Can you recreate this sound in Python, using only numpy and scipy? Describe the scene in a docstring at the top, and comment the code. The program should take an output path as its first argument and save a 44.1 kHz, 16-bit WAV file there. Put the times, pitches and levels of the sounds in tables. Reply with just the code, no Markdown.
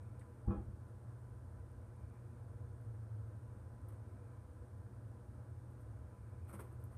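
"""A steady hum and the rush of a fan fill a quiet room, over a low rumble and a heat lamp's thin buzz.
A dull bump sets the panels of a reptile enclosure ringing in their normal modes, with faint squeaks.
The reptile shifts a few grains of sand, then lunges from its hide with three quick scrapes and a light
knock. Each scrape is friction noise, heard bright through the air and dull through the floor."""
import sys
import numpy as np
from scipy import signal
from scipy.fft import rfft, irfft
from scipy.io import wavfile

SR = 44100
rng = np.random.default_rng(int(sys.argv[2]) if len(sys.argv) > 2 else 0)


def waveform_to_disk(signal):
    """Save audio, clipped to [-1, 1], as 16-bit WAV at the path in sys.argv[1]."""
    frames = np.transpose(np.atleast_2d(signal))
    scaled = np.clip(frames, -1, 1) * 32767
    samples = np.round(scaled).astype(np.int16)
    wavfile.write(sys.argv[1], SR, samples)


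N = 307377
T = np.arange(N) / SR
FREQ = np.maximum(np.arange(N // 2 + 1) * SR / N, 1)


def amp(db):
    """Amplitude ratio: a factor of ten for every 20 dB."""
    return 10 ** (np.asarray(db) / 20)


def spectrum(points):
    """Spectral envelope in dB: (Hz, dB) points interpolated over log frequency."""
    hz, db = np.transpose(points)
    return np.interp(np.log(FREQ), np.log(hz), db)


def resonance(hz, width_hz):
    """Band-pass response of a steep resonator, in dB."""
    return -20 * np.log10(1 + ((FREQ / hz - hz / FREQ) * hz / width_hz / 2) ** 2)


def colour(x, db):
    """Linear filtering: each frequency is scaled by its own gain."""
    return irfft(rfft(x) * amp(db), N)


def white():
    """White noise with unit power per Hz."""
    return rng.standard_normal(N) * np.sqrt(SR / 2)


def walk(rate_hz):
    """Random modulation: low-passed noise with zero mean and unit variance."""
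    slow = irfft(rfft(rng.standard_normal(N)) * np.exp(-(FREQ / rate_hz) ** 2), N)
    return (slow - slow.mean()) / slow.std()


def tone(hz):
    """A sinusoid of unit rms whose phase is the integral of its frequency."""
    cycles = np.cumsum(hz + np.zeros(N)) / SR
    return np.sqrt(2) * np.sin(2 * np.pi * (cycles + rng.random()))


def burst(start_s, rise_s, hold_s, fade_s):
    """Transient envelope: linear attack, plateau and exponential decay."""
    age = T - start_s
    attack = np.clip(age / max(rise_s, 1 / SR), 0, 1)
    return attack * np.exp(-np.maximum(age - rise_s - hold_s, 0) / fade_s)


# strokes over the sand: start_s, rise_s, hold_s, fade_s, grit_db, body_db
SAND_STROKES = [(0.18, 0.0066, .018, 0.012, -27, -17), (2.8, .008, 0.012, 0.013, -25, -21),
                (3.886, .003, 0.018, .012, -14, -12), (3.92, .004, 0.015, .012, -18, -15),
                (5.787, .015, 0.016, .02, -16, -22), (6.469, 0.026, 0.022, 0.0078, -5.5, -5.5),
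                (6.525, 0.0062, 0.019, 0.022, -0.5, 0), (6.589, 0.009, 0.012, 0.017, 0, 2),
                (6.622, .02, 0.095, 0.05, -20, -15), (6.798, .005, 0.013, 0.017, -21, -23),
                (6.908, .01, 0.022, .03, -16, -11)]
# direct sound of the grit: frequency_hz, density_db
GRIT_SPECTRUM = [(1500, -125), (3500, -120), (7500, -118), (8200, -107), (9300, -108.5), (10100, -113),
                 (12300, -110), (15500, -120)]
# sound radiated by the floor: frequency_hz, density_db
FLOOR_SPECTRUM = [(100, -100), (150, -86), (240, -91), (330, -83.5), (550, -83.5), (800, -97),
                  (1000, -88.5), (1300, -90), (1600, -100), (2000, -99.5), (3000, -113), (4500, -127),
                  (9000, -140)]
def scrapes(grain_db=3.0, slip_db=0.5):
    """Sliding friction: scales drag over sand, and dense uneven grain impacts merge into noise."""
    grit, body = np.zeros(N), np.zeros(N)
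    for start_s, rise_s, hold_s, fade_s, grit_db, body_db in SAND_STROKES:
        drag = burst(start_s, rise_s, hold_s, fade_s)
        grit += amp(grit_db) * drag
        body += amp(body_db) * drag
    roughness = amp(grain_db * walk(2500) + slip_db * walk(200))
    friction = white() * roughness / np.sqrt(np.mean(roughness ** 2))
    direct = colour(friction * grit, spectrum(GRIT_SPECTRUM))
    through_floor = colour(friction * body, spectrum(FLOOR_SPECTRUM))
    return direct + through_floor


# single grains and pebbles: start_s, level_db, pitch_hz, width_hz, fade_s
GRAIN_CLICKS = [(.194, -69, 8100, 900, 0.0014), (.195, -75.5, 3900, 1000, .002),
                (.2, -83, 8250, 1200, 0.021), (.212, -63.5, 1640, 280, .01),
                (2.812, -84, 11500, 2200, .002), (3.885, -84, 3800, 1400, .012),
                (3.886, -72.5, 9600, 900, 0.0015), (3.8862, -72, 13200, 3000, .003),
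                (5.7115, -82, 11500, 3000, .0015), (6.494, -61, 1300, 200, 0.018),
                (6.584, -75, 11600, 3280, 0.00077), (6.59, -56.5, 1290, 200, 0.0046),
                (6.602, -60, 1290, 200, 0.0068), (6.7267, -79, 9500, 1500, 0.0013),
                (6.84, -65, 12000, 3000, 0.00092)]
def grain_clicks(echo_db=-13, echo_s=0.014):
    """Impact and reverberation: a grain clicks in one band, and wall reflections add a short tail."""
    out = np.zeros(N)
    for start_s, level_db, pitch_hz, width_hz, fade_s in GRAIN_CLICKS:
        band = colour(rng.standard_normal(N), resonance(pitch_hz, width_hz))
        snap = burst(start_s, 0.00016, 0.00017, fade_s)
        echo = amp(echo_db) * burst(start_s, 0.0035, 0, echo_s)
        out += amp(level_db) * (snap + echo) * band / band.std()
    return out


# blows on the enclosure: start_s, level_db, contact_s, frame_db (gain of the heavy frame's low modes)
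BLOWS = [(0.4764, 1.5, 0.002, 6.5), (0.5028, -3, 0.00076, -21.5), (0.5114, -14.5, 0.00046, -8),
         (.537, -15, 0.00037, -10), (0.576, -15, 0.005, 14), (0.681, -19.5, 0.003, 13),
         (6.535, -11.5, 0.003, -19)]
# normal modes of the panels: pitch_hz, level_db, t60_s
PANEL_MODES = [(51, -32, 0.089), (64.7, -25.5, 0.1), (102.4, -31.5, 0.17), (169, -41, 0.31),
               (201.3, -28, 0.23), (247, -53, 0.15), (309, -47, 0.23), (331.7, -36, 0.24), (350, -67, 0.33),
               (494, -46.5, 0.3), (652, -52.5, 0.41), (808, -53, 0.27), (1010, -45.5, 0.23),
               (1117, -35, 0.09), (1217, -51, .16), (1304, -42.5, 0.17), (1494, -55, 0.19),
               (1670, -49.5, 0.16), (2466, -52.5, 0.21), (3263, -64, 0.49)]
# dull clatter after each blow: frequency_hz, density_db
CLATTER_SPECTRUM = [(30, -92), (100, -74), (150, -92), (190, -73), (330, -71), (430, -81), (900, -91.5),
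                    (1300, -88.5), (1650, -104), (2800, -114), (4500, -128), (9000, -143)]
def bumps(ring_db=-4.0, clatter_db=-4, frame_below_hz=140, detune=0.0027, swing_up_s=0.0051):
    """Modal vibration: blows ring the panels; the longer the contact, the weaker the high modes."""
    panels, rattle = np.zeros(N), np.zeros(N)
    for start_s, level_db, contact_s, frame_db in BLOWS:
        first = int(start_s * SR)
        age = T[:min(SR // 2, N - first)]
        ring = np.zeros(len(age))
        for hz, mode_db, t60_s in PANEL_MODES:
            push = amp(level_db + mode_db + ring_db + frame_db * (hz < frame_below_hz))
            contact_lowpass = 1 / np.sqrt(1 + (hz * contact_s) ** 4)
            pitch_hz = hz * (1 + detune * rng.standard_normal())
            decay = amp(-60 * age / t60_s)
            ring -= push * contact_lowpass * np.sin(2 * np.pi * pitch_hz * age) * decay
        panels[first:first + len(age)] += ring * (1 - np.exp(-age / swing_up_s))
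        rattle += amp(level_db) * burst(start_s, rise_s=0.022, hold_s=0.011, fade_s=0.038)
    clatter = colour(white() * rattle, spectrum(CLATTER_SPECTRUM))
    return panels + amp(clatter_db) * clatter


# slips around the bump: start_s, level_db
SLIPS = [(.437, -67.5), (.466, -59.5), (.545, -61.5)]
def squeaks(pitch_hz=808, jitter_hz=22, rough_db=1.5):
    """Stick-slip friction: something rubs as the enclosure is bumped, on one unsteady pitch."""
    slips = sum(amp(level_db) * burst(start_s, rise_s=0.015, hold_s=0.034, fade_s=0.019)
                for start_s, level_db in SLIPS)
    return tone(pitch_hz + jitter_hz * walk(90)) * slips * amp(rough_db * walk(70))


# tones of motors and mains: pitch_hz, level_db, waver_db
HUM_TONES = [(85.6, -61, 2.5), (120.1, -57, 2), (360.2, -82, 2), (365.3, -81, 2), (9000, -105, 1.5)]
def hum(drift_hz=0.21):
    """Periodic vibration: motors and mains radiate steady tones that waver slightly."""
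    return sum(tone(pitch_hz + drift_hz * walk(2.8)) * amp(level_db + waver_db * walk(4))
               for pitch_hz, level_db, waver_db in HUM_TONES)


# air moved by the fan: frequency_hz, density_db
AIR_SPECTRUM = [(100, -100), (135, -87), (150, -98), (175, -87.5), (280, -89), (350, -90.5), (395, -97.5),
                (600, -97), (760, -102), (1550, -104), (2000, -116), (2500, -123), (3200, -131),
                (8000, -160)]
# resonances of the fan's housing: frequency_hz, width_hz, lift_db
HOUSING_RESONANCES = [(196, 10, 3.5), (231, 10, 2.5), (481.7, 65.5, 8.5), (614, 35, 4.5), (681, 20, 4),
                      (830, 31, 7), (904, 24, 5), (994, 16, 9.5), (1019.7, 27, 7.5), (1322, 18, 5),
                      (2310, 20, 7), (2590, 62, 0.5)]
def fan(flutter_db=0.5):
    """Source and filter: the housing's resonances shape the broadband noise of moving air."""
    housing_db = sum(lift_db / (1 + (2 * (FREQ - hz) / width_hz) ** 4)
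                     for hz, width_hz, lift_db in HOUSING_RESONANCES)
    air = colour(white(), spectrum(AIR_SPECTRUM) + housing_db)
    return air * amp(flutter_db * walk(9.3))


# low rumble of the room: frequency_hz, density_db
RUMBLE_SPECTRUM = [(20, -89), (32, -90.5), (45, -83.5), (54, -78.5), (64, -71.5), (78, -75.5), (92, -71.5),
                   (108, -69), (115, -79.5), (121, -74), (126, -85), (150, -104), (600, -170)]
def rumble():
    """Stationary noise: the room's background has its power in the bass."""
    return colour(white(), spectrum(RUMBLE_SPECTRUM))


# swells of a low drone: start_s, level_db
SWELLS = [(2.81, -46.5), (3.08, -47), (3.75, -55.5)]
def drone(pitch_hz=109, wander_hz=2.41, rest_db=-66, waver_db=1.7):
    """Amplitude modulation: a low wavering tone swells quickly and sinks slowly to its resting level."""
    swells = sum(amp(level_db) * burst(start_s, rise_s=0.075, hold_s=0.028, fade_s=0.17)
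                 for start_s, level_db in SWELLS)
    carrier = tone(pitch_hz + wander_hz * walk(5.8))
    return carrier * (amp(rest_db) + swells) * amp(waver_db * walk(5.8))


def fan_whirr(pitch_hz=2330, spread_hz=130, level_db=-89.5, flutter_db=2.0, period_s=2.12, width_s=0.23):
    """Random frequency modulation spreads a tone into a rough whirr, which swells in an even cycle."""
    from_crest_s = (T + period_s / 2) % period_s - period_s / 2
    swell = np.exp(-0.5 * (from_crest_s / width_s) ** 2)
    carrier = tone(pitch_hz + spread_hz * walk(150))
    return carrier * swell * amp(level_db + flutter_db * walk(140))


# ringing partials of the lamp: pitch_hz, level_db
LAMP_PARTIALS = [(8250, -89.5), (9000, -92), (9420, -89.5), (10740, -99), (12050, -101)]
def lamp(mains_hz=60, ring_s=0.0012, scatter_db=4.0, drift_s=0.00002):
    """Pulse-train excitation: the heat lamp's dimmer ticks once a mains cycle, never quite evenly."""
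    age = (T + drift_s * walk(40)) % (1 / mains_hz)
    ring = sum(amp(level_db) * np.sin(2 * np.pi * hz * age) for hz, level_db in LAMP_PARTIALS)
    return ring * np.exp(-age / ring_s) * amp(scatter_db * walk(40))


def scene():
    """Superposition: the pressures of room, enclosure and reptile add in one channel."""
    room = fan() + rumble() + hum() + drone() + fan_whirr() + lamp()
    enclosure = bumps() + squeaks()
    reptile = scrapes() + grain_clicks()
    return (room + enclosure + reptile)[None]


# self-noise of the microphone: frequency_hz, density_db
HISS_SPECTRUM = [(100, -125.5), (3000, -125), (7000, -125), (9500, -127.8), (10200, -131.3),
                 (12500, -133.5), (13300, -134.5), (14000, -133), (15500, -135)]
# bright top of the microphone: frequency_hz, gain_db
MIC_RESPONSE = [(7400, 0), (7950, 1.5), (8150, 8), (9600, 8), (12600, 6), (13200, 3), (15300, 2.5)]
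def record(dry, low_cut_hz=39, top_hz=15400):
    """Band-limited transduction: the microphone adds hiss, lifts the top octave and cuts both ends."""
    hiss = colour(white(), spectrum(HISS_SPECTRUM))
    low_cut_db = -10 * np.log10(1 + (low_cut_hz / FREQ) ** 6)
    heard = colour(dry[0] + hiss, spectrum(MIC_RESPONSE) + low_cut_db)
    lowpass = signal.ellip(10, 0.2, 70, top_hz, fs=SR, output="sos")
    return signal.sosfilt(lowpass, heard)[None]


dry = scene()
out = record(dry)
waveform_to_disk(out)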